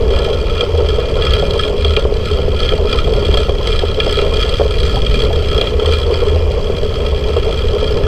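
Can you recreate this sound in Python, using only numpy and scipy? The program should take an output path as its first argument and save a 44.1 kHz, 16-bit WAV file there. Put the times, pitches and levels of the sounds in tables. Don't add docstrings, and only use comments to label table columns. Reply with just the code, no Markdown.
import sys
import numpy as np
from scipy import signal
from scipy.fft import next_fast_len
from scipy.io import wavfile
from scipy.ndimage import uniform_filter1d

SR = 44100
rng = np.random.default_rng(int(sys.argv[2]) if len(sys.argv) > 2 else 0)


def bounce(signal):
    frames = np.transpose(np.atleast_2d(signal))
    limited = np.clip(frames, -1, 1)
    pcm = np.round(limited * 32767).astype(np.int16)
    wavfile.write(sys.argv[1], SR, pcm)


def how_loud(loudness_db):
    steps = np.asarray(loudness_db, float) / 20
    return 10 ** steps


N = 355887
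T = np.arange(N) / SR

# (time [s], wind level [dB], tyre roar level [dB])
RIDE_LEVELS = [(0, -14.5, -17), (.42, -17.5, -18.5), (.75, -20, -18), (1.2, -16, -19.5), (1.9, -18, -21),
               (2.3, -17, -23.5), (2.75, -16, -20), (3.3, -15, -19.5), (3.6, -19.5, -23), (4.2, -16.5, -19),
               (4.7, -17.5, -22), (5.12, -14, -20.5), (5.9, -19, -19), (6.35, -18.5, -18.5),
               (6.75, -17, -20.5), (7.3, -17.5, -20), (7.7, -18, -19.5), (8.07, -14.5, -18.5)]


def chain():
    # (time [s], links passed [count])
    link_passes = [(0.0, 0.31), (0.67, 48.37), (1.34, 96.18), (2.02, 143.74), (2.69, 189.82),
                   (3.36, 235.13), (4.04, 280.36), (4.71, 324.1), (5.38, 367.2), (6.05, 410.13),
                   (6.72, 452.98), (7.4, 496.08), (8.07, 538.14)]
    # (time [s], peak [dB], brightness [dB])
    clank_events = [(0.5775, -16, -5), (0.608, -4.5, -0.5), (1.2214, -9.5, -7), (1.3356, -8.5, 0.5),
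                    (1.635, -8, -6), (1.8468, -8, -3), (1.965, -3, -5), (2.6312, -10, -2),
                    (2.6907, -6.5, -5), (2.8948, -14, 2), (3.251, -15, 6), (3.3406, -8.5, -2),
                    (3.3727, -6.5, -1), (3.727, -11, -4), (3.791, -8, 1.5), (4.0014, -3, -6),
                    (4.0626, -12.5, -10), (4.1242, -14.5, 9), (4.188, -11, -6), (4.4106, -12.5, 2),
                    (4.4258, -8, 2), (4.5394, -9, -6), (4.8024, -11, 2), (4.8318, -6, -21),
                    (5.0648, -10, -4.5), (5.2016, -12, 0), (5.579, -10, -6), (5.6123, -5.5, -3),
                    (5.671, -11, -11.5), (5.9348, -9.5, -2)]
    # (frequency [Hz], width [Hz], level [dB])
    metal_modes = [(1207, 17, -4), (1295, 64.6, 3), (1390.6, 16.6, 1.5), (1705, 38, -5), (1953, 81, -12),
                   (2127, 240, -13), (2408, 73, -1), (2766, 26, -4), (3115, 110, -3), (3202, 16.6, 2.5),
                   (3256, 113, -1), (3270, 86, 0), (3670, 9.5, -6.5), (4027, 183, -9), (4406, 38, -7),
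                   (4570, 196, -9), (5070, 86, -10), (6064, 170, -21), (7040, 74, -27), (7670, 130, -22.5),
                   (8100, 150, -22.5), (8170, 91, -57), (8570, 200, -30), (9370, 84, -31.5),
                   (10060, 330, -39), (10040, 52, -37), (12100, 5000, -50)]
    stiff_links = [12, 14, 18, 22, 37, 42, 44, 68, 71, 88, 90, 94]
    chain_links, modes = 96, len(metal_modes)
    slap_db, slap_s = .8, .06
    snap_db, snap_bright_db, snap_growth = 5, 2, 1.5
    snap_share = .03
    clack_hz, clack_width_hz = 3270, 140

    load_db, bright_db = pedalling()
    flap = uniform_filter1d(rng.standard_normal(N), round(slap_s * SR), mode="wrap")
    load_db = load_db + slap_db * evened(flap)

    count = np.arange(1, int(link_passes[-1][1]) + 1)
    link = count % chain_links
    seat_s = np.interp(count, *np.transpose(link_passes)[::-1])
    chance = rng.standard_normal((len(count), modes + 3))
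    stiff_db = 2.0 * rng.standard_normal(chain_links)[link] + 2.0 * chance[:, 0]
    stiff_db += 2.0 * (-1) ** count
    lift_s = seat_s + 0.0063 + 0.0048 * chance[:, 2]
    contact_s = np.r_[seat_s - .002 + .0009 * chance[:, 1], lift_s]

    luck = rng.random((len(count), 3))
    near = abs(seat_s[:, None] - np.transpose(clank_events)[0]).min(1) < .012
    light_db = snap_growth * (np.interp(seat_s, T, load_db) + 25) - 25.5
    light_db = light_db + snap_db + 6 * (luck[:, 1] - .5)
    light_bright_db = snap_bright_db + 10 * (luck[:, 2] - .5)
    light = np.c_[seat_s - .003, light_db, light_bright_db]
    snapping = (luck[:, 0] < snap_share) | np.isin(link, stiff_links)
    s, peak_db, clank_bright_db = np.r_[clank_events, light[snapping & ~near]].T

    colour = rng.standard_normal((len(s), modes))
    late = rng.random((len(s), modes))
    pause = hush(s - .005, peak_db, quiet_db=-10, length_s=0.002)
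    shared, out = rng.standard_normal(N), np.zeros(N)
    for k, (hz, width_hz, db) in enumerate(metal_modes):
        tilt = np.log2(hz / 3200)
        size = how_loud(stiff_db + 2.7 * chance[:, k + 3])
        size = np.r_[size, .55 * size[::-1]]
        lag_s = .003 * rng.random(len(contact_s))
        rattle = (0.75 * shared + 0.82 * rng.standard_normal(N)) / np.sqrt(np.pi * 100 / SR)
        links = (0.15 + 1.605 * bursts(contact_s, size, 0.00029, 0.003)) * rattle
        links += how_loud(25.5) * blows(contact_s + lag_s, size)
        reach_db = clank_bright_db * np.clip(tilt, 0, 1.9) + 4.8 * min(tilt, 0) - 2.1 * max(tilt, 0)
        reach_db -= 9 * np.exp(-(tilt / .12) ** 2)
        snaps = blows(s + .002 * late[:, k], how_loud(peak_db + 31 + reach_db + 4 * colour[:, k]))
        force = how_loud(load_db - 8.5 + bright_db * min(tilt, 1.4)) * links * pause + snaps
        out += how_loud(db) * ring(ring(force, hz, 4 * width_hz), hz, width_hz)
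    clacks = blows(s - .0004, how_loud(peak_db + 37 + 1.5 * colour[:, 0]))
    return out + ring(ring(clacks, clack_hz, 2 * clack_width_hz), clack_hz, clack_width_hz)


def pedalling():
    # (dead centre before [s], slack level [dB], full load [s], chain load [dB],
    # brightness [dB])
    strokes = [(.08, -30, 0.16, -25, -0.5), (.44, -29.5, 0.59, -23, -0.5), (.68, -31, .99, -25.5, 0),
               (1.1, -29, 1.31, -20, -1.5), (1.46, -26.5, 1.62, -21, 1), (1.73, -33, 1.89, -23.5, 1),
               (2.09, -33, 2.37, -24.5, 0.5), (2.45, -31, 2.68, -21, 0), (2.8, -33, 2.95, -21.5, -0.5),
               (3.12, -28, 3.36, -22, 1), (3.56, -34, 3.7, -21, 1), (3.94, -28, 4.14, -19.5, -0.5),
               (4.29, -26, 4.43, -20.5, 0.5), (4.64, -28, 4.9, -22, 2.5), (5.03, -27.5, 5.18, -20.5, 1.5),
               (5.29, -28, 5.61, -21, 0.5), (5.75, -31.5, 5.92, -19.5, 0.5), (6.05, -29.5, 6.22, -26, 1.5),
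               (6.45, -32.5, 8.7, -25, 1), (6.8, -28, 6.92, -26, 1), (7.12, -31, 7.4, -27, 1.5),
               (7.6, -26.5, 8, -27.5, -1)]
    slack_bright_db, push_shape = 1.5, 0.49
    dead_s, slack_db, top_s, top_db, bright_db = np.transpose(strokes)
    marks_s = np.r_[np.c_[dead_s, top_s].ravel(), top_s[-1] + .25]
    phase = np.pi / 2 * np.interp(T, marks_s, np.arange(len(marks_s)))
    push = abs(np.sin(phase)) ** (2 * push_shape)
    slack_db = np.interp(T, dead_s, slack_db)
    top_db = np.interp(T, top_s, top_db)
    bright_db = np.interp(T, top_s, bright_db)
    load_db = slack_db + push * (top_db - slack_db)
    return load_db, slack_bright_db + push * (bright_db - slack_bright_db)


def tyres():
    # (time [s], peak [dB], brightness [dB])
    joint_hits = [(0.166, -4, 0.5), (0.634, -7, -7), (0.846, -6, -2), (1.432, -4.5, -3), (1.701, -4, -11),
                  (1.852, -4.5, -3), (1.971, -2, 0.5), (2.051, -2, 0.5), (2.122, -3, -30),
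                  (2.48, -2.5, -22), (2.736, -4, -6), (3.073, -11, 2), (3.288, -4, -11), (3.346, -13, 8),
                  (3.493, -4, 0.5), (3.835, -1.5, -6), (4.066, -3.5, -2), (4.191, -5, -2), (4.222, -5, -13),
                  (4.597, -1.5, -2.5), (5.285, -14, -9), (5.584, -3, -9), (5.616, -9, -4),
                  (5.849, -10.5, 7.5), (5.889, -1.5, -28), (6.121, -3, -20), (6.359, -4, -36),
                  (6.698, -3, -8), (7.365, -11.5, 4), (7.662, -21, -3)]
    # (frequency [Hz], width [Hz], level [dB])
    frame_modes = [(421, 44.3, 1), (468, 75.4, -2.5), (570, 26, -7), (637, 38.5, -11.5), (752, 51, -21),
                   (904.5, 45, -19.5), (1073, 116, -20)]
    s, peak_db, bright_db = np.transpose(joint_hits)
    lumps = how_loud(2.9 * evened(uniform_filter1d(rng.standard_normal(N), size=900)))
    pause = hush(s - .012, peak_db, quiet_db=-8.0, length_s=0.0082)
    roar = how_loud(curves(RIDE_LEVELS)[1] - 1.0) * lumps * pause
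    out = np.zeros(N)
    for hz, width_hz, db in frame_modes:
        tilt = np.log2(hz / frame_modes[0][0])
        kicks = blows(s + .0005, how_loud(peak_db + 40.5 + (bright_db + 3) * tilt))
        grain = rng.standard_normal(N) / np.sqrt(np.pi * 70 / SR)
        out += how_loud(db) * ring(ring(roar * grain + kicks, hz, 3 * width_hz), hz, width_hz)
    return out


def knocks():
    # (time [s], peak [dB], pitch [Hz])
    board_knocks = [(0.162, -31, 563), (0.276, -12, 618), (0.607, -23, 634), (0.75, -16, 645),
                    (1.425, -5, 557), (1.554, -32, 1030), (1.698, -16, 546), (1.849, -21, 550),
                    (1.97, -19, 560), (2.05, -21, 567), (2.381, -21, 640), (2.726, -9.5, 530),
                    (2.783, -14.5, 644), (2.946, -18.5, 1040), (3.071, -17.5, 684), (3.34, -11.5, 585),
                    (3.371, -10, 570), (3.484, -10.5, 557), (3.604, -21, 1030), (3.823, -15.5, 730),
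                    (4.479, -21, 657), (4.608, -2.5, 560), (4.797, -37, 561), (4.939, -12, 572.6),
                    (4.966, -12.5, 791), (5.304, -13, 662), (5.421, -18, 616), (5.61, -11.5, 540),
                    (6.359, -17, 637), (7.177, -25, 640)]
    t, out = np.arange(3000) / SR, np.zeros(N + 3000)
    swell = (1 - np.exp(-t / .0012)) * np.exp(-t / .009)
    for s, peak_db, hz in board_knocks:
        angle = 2 * np.pi * hz * t
        trio = np.sin(angle) + .45 * np.sin(1.22 * angle) + .45 * np.sin(.83 * angle)
        at = max(round((s + 0.00088) * SR), 0)
        out[at:at + 3000] += how_loud(peak_db + 1.5) * trio * swell
    return out[:N]


def wind():
    # (frequency [Hz], level [dB per Hz])
    wind_spectrum = [(8.8, -37), (15, 4.5), (32, -0.5), (72, 2.5), (87, -7.5), (113, -9.5), (292, -21),
                     (335, -23.5), (400, -13.5), (520, -25), (880, -120)]
    # (time of the top [s], level [dB], length [s])
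    sway_events = [(.18, -18, 0.045), (.56, -10, 0.049), (.78, -6, 0.1), (1.27, -15, 0.041),
                   (1.583, -13, 0.071), (1.88, -5.5, 0.072), (2.8, -14, 0.046), (4.35, -18, 0.068),
                   (4.66, -19, 0.072), (5.91, -6.5, .08), (6.095, -9.5, 0.054), (6.386, -5, 0.12),
                   (7.108, -22, 0.21), (7.37, -9, 0.056), (7.63, -12.5, 0.039)]
    sway_hz, sway_width_hz, rest_db = 77, 5, -18.5
    evenness = .8
    wander = ring(rng.standard_normal(N), sway_hz, sway_width_hz)
    wander = ring(wander, sway_hz, sway_width_hz)
    wander = signal.hilbert(wander, next_fast_len(N))[:N]
    sway = evened((wander / abs(wander) ** evenness).real)
    swing = how_loud(rest_db) + sum(how_loud(db) * bump(s, length_s) for s, db, length_s in sway_events)
    buffeting = how_loud(curves(RIDE_LEVELS)[0] + 2.5) * noise(wind_spectrum, 0.75, wide=3, long=4)
    return buffeting + how_loud(-8.5) * swing * sway


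def hall():
    # (frequency [Hz], level [dB per Hz])
    hiss_spectrum = [(900, -29), (1500, -12), (2400, -8.5), (3260, -7), (3700, -35), (4620, -14.5),
                     (5500, -18.5), (7140, -27), (9200, -35.5), (10700, -36), (12000, -34), (13500, -38.5),
                     (15200, -38)]
    rush_db, rush_follows = -62, 0.1
    pass_s, pass_db, pass_length_s = 5.6, 1.5, 2.3
    level_db = rush_db + rush_follows * (pedalling()[0] + 25) + pass_db * bump(pass_s, pass_length_s)
    return how_loud(23.5 + level_db) * noise(hiss_spectrum, 1.6, wide=60, long=2)


def evened(x):
    return x / np.sqrt(np.mean(x ** 2) + 1e-20)


def curves(rows):
    s, *columns = np.transpose(rows)
    return [np.interp(T, s, c) for c in columns]


def ring(x, hz, width_hz):
    r = np.exp(-np.pi * width_hz / SR)
    return 2 * signal.lfilter([1 - r], [1, -r * np.exp(2j * np.pi * hz / SR)], x).real


def blows(s, gain):
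    return np.bincount(np.clip(np.round(s * SR).astype(int), 0, N - 1), gain, N)


def bursts(s, gain, rise_s, fall_s):
    slow = np.exp(-1 / (fall_s * SR))
    quick = np.exp(-1 / (fall_s * SR) - 1 / (rise_s * SR))
    return signal.lfilter([0, slow - quick], np.convolve([1, -slow], [1, -quick]), blows(s, gain))


def hush(s, peak_db, quiet_db, length_s):
    depth = np.clip((peak_db - quiet_db) / 12, 0, 1)
    return 1 - np.clip(1.5 * bursts(s, depth, .0005, length_s), 0, .85)


def bump(s, length_s):
    return np.exp(-((T - s) / length_s) ** 2)


def noise(points, patchy_db, wide, long):
    hz = np.fft.rfftfreq(2048, 1 / SR)
    a, b, patches = rng.standard_normal((N // 512 + 5, 1025, 3)).T
    patches = evened(uniform_filter1d(uniform_filter1d(patches, wide, 0), long, 1))
    point_hz, level_db = np.transpose(points)
    colour_db = np.interp(np.log(hz + 1), np.log(point_hz + 1), level_db, right=-120)
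    z = (a + 1j * b) * how_loud(colour_db[:, None] + patchy_db * patches)
    return evened(signal.istft(z, nperseg=2048, noverlap=1536)[1][:N])


def scene():
    return (chain() + tyres() + knocks() + wind() + hall())[None]


def roll_off(x):
    return signal.sosfilt(signal.butter(12, 15770, fs=SR, output="sos"), x)


def record(dry):
    ceiling, edge_hz = .98, 15340
    limited = dry / (1 + (abs(dry) / ceiling) ** 4) ** .25
    edge = signal.firwin(601, edge_hz, window=("kaiser", 2), fs=SR)
    return roll_off(signal.oaconvolve(limited, edge[None], "same"))


dry = scene()
out = record(dry)
bounce(out)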